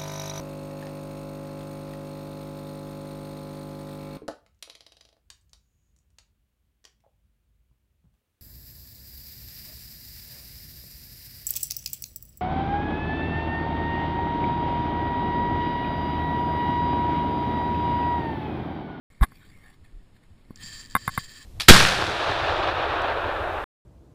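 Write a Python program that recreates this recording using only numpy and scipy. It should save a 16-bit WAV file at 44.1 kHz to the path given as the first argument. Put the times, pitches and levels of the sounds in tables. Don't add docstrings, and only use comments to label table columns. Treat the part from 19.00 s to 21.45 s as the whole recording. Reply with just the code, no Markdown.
import sys
import numpy as np
from scipy import signal
from scipy.fft import rfft, irfft, next_fast_len
from scipy.io import wavfile
from scipy.ndimage import uniform_filter1d, minimum_filter1d, map_coordinates

SR = 44100
rng = np.random.default_rng(int(sys.argv[2]) if len(sys.argv) > 2 else 0)


def file_out(sig):
    cols = np.atleast_2d(sig).T
    lim = np.clip(cols, -1, 1)
    pcm = np.round(lim * 32767).astype(np.int16)
    wavfile.write(sys.argv[1], SR, pcm)


N = 108045

# pitch_hz, level_db, fade_s (time to fall by 60 dB)
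HOUSING_TONES = [(500, -24, 0.03), (776, -10, .022), (1091, 1.5, 0.026), (1334, -7, 0.023),
                 (1537, -5, 0.025), (1693, -9, 0.029), (2059, -6, 0.025), (2400, -24.5, 0.025),
                 (2775, -20.5, .014), (3643, -14, 0.018), (8370, -24.5, 0.025), (9980, -17.5, 0.025),
                 (10480, -19.5, 0.024), (10915, -16.5, 0.023), (12800, -18, 0.025), (13900, -16, 0.026)]
HOUSING_ATTACK_S = 0.0009


def reel_drag():
    # time_s, clicks_per_s
    spool_speed = [(1.558, 52), (1.58, 90), (1.61, 190), (1.64, 305), (1.71, 373.8), (1.81, 230),
                   (1.845, 125), (1.866, 84), (1.893, 64), (1.925, 125), (2.0, 230), (2.08, 335),
                   (2.13, 260), (2.2, 310), (2.38, 240), (2.45, 170)]
    # time_s, level_db
    pawl_force = [(1.558, -35), (1.578, -36), (1.608, -60), (1.635, -29), (1.68, -33.5), (1.71, -34.5),
                  (1.775, -34), (1.81, -28.5), (1.825, -41), (1.86, -34), (1.885, -47), (1.9, -33.5),
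                  (1.92, -34.5), (1.94, -37.5), (2.05, -33.5), (2.15, -37.5), (2.25, -35.5), (2.37, -37),
                  (2.45, -40)]
    # pitch_hz, level_db, fade_s
    pawl_tones = [(4665, -0.5, 0.0093), (5470, -15, 0.011), (6520, -16.5, 0.0058), (7310, -3.5, 0.0089)]
    # pitch_hz, level_db
    snap_colour = [(2500, -43), (4300, 4), (7500, -0.5), (9000, -45)]
    # pitch_hz, level_db
    line_colour = [(500, -21), (850, -22), (1100, -9), (1400, -13.5), (1600, -9.5), (1780, 7.5),
                   (2050, -10.5), (2600, -8), (2950, -14.5), (3130, 1.5), (3450, -10), (3900, -5),
                   (4700, -8), (5500, -13), (6000, -40), (6500, -8.5), (7300, -16), (8100, -10.5),
                   (8900, -13), (9500, -20.5), (10200, -12), (11000, -53), (12900, -54), (13750, -11),
                   (14400, -31), (15150, -12.5), (15600, -58)]
    t, out, speed = clock(), np.zeros(N), curve(spool_speed)
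    start_s, start_speed = spool_speed[0]
    slipping = t >= start_s
    teeth_passed = np.ceil(np.cumsum(speed * slipping) / SR)
    tug_db = 2.47 * wobble(45)
    force_db = curve(pawl_force) + tug_db
    for i in np.flatnonzero(np.diff(teeth_passed)):
        snap_db = -7 - 4.5 * np.log2(speed[i] / start_speed)
        snap = amp(snap_db) * burst(snap_colour, fade_s=0.0062, size=1024)
        click = ring(pawl_tones, attack_s=0.00099, scatter_db=2.5, size=1024) + snap
        click_s = t[i] + 0.0006 * rng.normal()
        click_db = force_db[i] + rng.normal()
        add(out, click_s, amp(click_db) * click)
    rasp = unit(amp(wobble(400)) * noise(line_colour))
    rasp_db = -47.5 + 4 * np.log2(speed / 372) + tug_db
    return out + slipping * amp(rasp_db) * rasp


def gear_knocks():
    # start_s, level_db, thump_db, bounce_after_s, bounce_db (relative to the knock)
    knocks = [(1.9512, -7, -14.5, .0120, -7.5), (2.0775, -14, -20, .0130, -11),
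              (2.1760, -14.5, -17, 0.00431, -9)]
    out, thump_delay_s = np.zeros(N), 0.0036
    for start_s, level_db, thump_db, bounce_after_s, bounce_db in knocks:
        thump = ring([(141.7, thump_db, 0.024)], attack_s=0.00032)
        add(out, start_s, amp(level_db) * housing_hit())
        add(out, start_s + thump_delay_s, thump)
        add(out, start_s + bounce_after_s, amp(level_db + bounce_db) * housing_hit())
    return out


def housing_hit():
    # pitch_hz, level_db
    thud_colour = [(200, 87), (500, -7), (1000, -12), (2200, -28), (3000, 48), (3700, -9), (4500, -19),
                   (7500, -41), (10500, -11), (11200, -29), (12000, -39), (13000, -13), (13800, -57),
                   (15000, -41)]
    ringing = ring(HOUSING_TONES, HOUSING_ATTACK_S, scatter_db=-0.44)
    return ringing + amp(-10.5) * burst(thud_colour, fade_s=0.033)


def hand_taps():
    # start_s, level_db, push_db, cutoff_hz, tick_db
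    taps = [(0.21, -29, -28, 3040, -45), (0.2188, -28, -29, 4000, -41), (0.319, -44.5, -42, 3040, -60.5),
            (1.5067, -36.5, -24, 630, -60)]
    # pitch_hz, level_db
    tick_colour = [(7000, -36), (9500, -9), (11000, -4), (13500, -6), (15000, -16)]
    out = np.zeros(N)
    for start_s, level_db, push_db, cutoff_hz, tick_db in taps:
        muffle = signal.butter(2, cutoff_hz, fs=SR, output="sos")
        dull_ring = signal.sosfilt(muffle, housing_hit())
        push = ring([(212, push_db, 0.018)], attack_s=0.00024)
        tick = amp(tick_db) * burst(tick_colour, fade_s=0.041)
        add(out, start_s, amp(level_db) * dull_ring + push + tick)
    return out


def hand_scrape():
    # pitch_hz, level_db
    rub_colour = [(180, -5), (300, -5), (541, -17.5), (714, -8), (991, -11), (1130, 2.5), (1440, -34),
                  (1700, -6), (2320, -18.5), (2780, -31.5), (3730, -13.5), (4180, -29), (4930, -27),
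                  (6200, -41), (8190, -24), (9180, -44), (10600, -20), (12100, -53), (12700, -42),
                  (13600, -36), (15000, -61)]
    peak_s, rise_s, fall_s, slips_per_s = 0.2319, 0.0044, 0.01, 1560
    t = clock() - peak_s
    stroke = swell(t, np.where(t < 0, rise_s, fall_s))
    slips = (rng.random(N) < slips_per_s / SR) * rng.choice([-1, 1], N) * stroke
    ringing = signal.fftconvolve(slips, ring(HOUSING_TONES, HOUSING_ATTACK_S))[:N]
    ringing = unit(ringing) * np.sqrt(np.mean(stroke ** 2))
    rub = swell(t - 0.003, half_s=0.0097) * noise(rub_colour)
    return amp(-24) * ringing + amp(-24.5) * rub


def hull_thuds():
    # peak_s, pitch_hz, level_db, half_length_s
    thuds = [(0.2256, 45, -5.5, 0.01), (.2205, 116, -13.5, 0.004), (.33, 148, -54.5, 0.019),
             (0.826, 80, -44.5, 0.017), (.965, 31, -36, 0.032), (1.321, 88, -46, .016),
             (1.642, 184, -40, 0.0054)]
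    t = clock()
    return sum(amp(db) * swell(t - peak_s, half_s) * np.cos(2 * np.pi * hz * (t - peak_s))
               for peak_s, hz, db, half_s in thuds)


def reel_whir():
    # time_s, level_db
    whir_level = [(.1, -62), (.2, -68.5), (.3, -61), (.45, -59.5), (.54, -61), (.59, -62.5), (.63, -59.5),
                  (.68, -58.5), (.745, -61), (.79, -92), (.83, -78), (.85, -61), (.88, -70.5), (1.12, -85),
                  (1.165, -65), (1.21, -87), (1.237, -62), (1.27, -80), (1.5, -69)]
    # pitch_hz, level_db
    whir_colour = [(600, -16.5), (800, -2), (950, -15.5), (1090, 2.5), (1350, -10), (1620, -4), (1800, 8),
                   (1950, -3), (2100, 4.5), (2320, -4), (2750, -13), (3700, -8), (4100, -12.5), (4550, -5),
                   (5100, -21), (5600, -15), (6000, -40), (6500, -23), (7400, -12), (8750, -19.5),
                   (10100, -11.5), (11600, -42), (14000, -12.5), (15000, -30)]
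    grain_db, patch_db = 2.5, 4
    grainy = amp(grain_db * wobble(250)) * rng.standard_normal(N)
    spectrum = signal.stft(grainy, nperseg=512)[2]
    patches = uniform_filter1d(rng.standard_normal(spectrum.shape), size=4, axis=0)
    patches = uniform_filter1d(patches, size=9, axis=1)
    patchy = signal.istft(spectrum * amp(patch_db * unit(patches)), nperseg=512)[1][:N]
    return amp(curve(whir_level)) * coloured(patchy, whir_colour)


def water_and_air():
    # time_s, level_db
    rumble_level = [(.1, -59.5), (.3, -52), (.55, -50.5), (.75, -55), (1.05, -53.5), (1.45, -53.5),
                    (1.62, -50), (2.1, -47), (2.3, -49), (2.45, -58)]
    # pitch_hz, level_db
    rumble_colour = [(20, 2), (45, -9), (100, -8.5), (240, -16.5), (320, -23), (600, -37), (1500, -63)]
    # pitch_hz, level_db
    air_colour = [(300, 9), (600, 3), (2100, -5), (3000, -5.5), (5400, -11.5), (6000, -29), (6600, -12.5),
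                  (10300, -16.5), (11200, -19.5), (13000, -29), (14000, -17), (14500, -39)]
    rumble = amp(curve(rumble_level) + wobble(23)) * noise(rumble_colour)
    return rumble + amp(-65.5) * noise(air_colour)


def amp(db):
    return 10 ** (np.asarray(db) / 20)


def unit(x):
    return x / np.sqrt(np.mean(x ** 2) + 1e-20)


def clock():
    return np.arange(N) / SR


def curve(rows):
    return np.interp(clock(), *np.transpose(rows))


def swell(t, half_s):
    return np.exp(-(t / half_s) ** 2)


def wobble(points_per_s):
    return map_coordinates(rng.standard_normal(N // 8), [clock() * points_per_s + 2], mode="wrap")


def coloured(x, colour):
    size = next_fast_len(len(x) + 8192)
    hz, db = np.transpose(colour)
    gain = amp(np.interp(np.log(np.fft.rfftfreq(size, 1 / SR) + 1), np.log(hz + 1), db))
    return unit(irfft(rfft(x, size) * gain, size)[:len(x)])


def noise(colour, size=N):
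    return coloured(rng.standard_normal(size), colour)


def burst(colour, fade_s, size=4096, attack_s=0.00039):
    t = np.arange(size) / SR
    return amp(-60 * t / fade_s) * (1 - np.exp(-t / attack_s)) * noise(colour, size)


def ring(tones, attack_s, scatter_db=0, size=4096):
    t, out = np.arange(size) / SR, np.zeros(size)
    for k, (pitch_hz, level_db, fade_s) in enumerate(tones):
        fade = amp(level_db + scatter_db * rng.normal() - 60 * t / fade_s)
        out += (-1) ** k * fade * np.sin(2 * np.pi * pitch_hz * t)
    return out * (1 - np.exp(-t / attack_s))


def add(track, start_s, sound):
    part = track[max(round(start_s * SR), 0):][:len(sound)]
    part += sound[:len(part)]


def scene():
    bumps = gear_knocks() + hand_taps() + hand_scrape() + hull_thuds()
    return (bumps + reel_drag() + reel_whir() + water_and_air())[None]


def record(dry):
    start_s, ceiling_db, top_hz = 0.102, -3.5, 15500
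    needed_gain = np.minimum(1, amp(ceiling_db) / (np.abs(dry) + 1e-9))
    smooth_gain = uniform_filter1d(minimum_filter1d(needed_gain, size=90), size=90)
    limited = dry * smooth_gain * (clock() >= start_s)
    size = next_fast_len(N + 8192)
    below_top = np.fft.rfftfreq(size, 1 / SR) < top_hz
    return irfft(rfft(limited, size) * below_top, size)[:, :N]


dry = scene()
out = record(dry)
file_out(out)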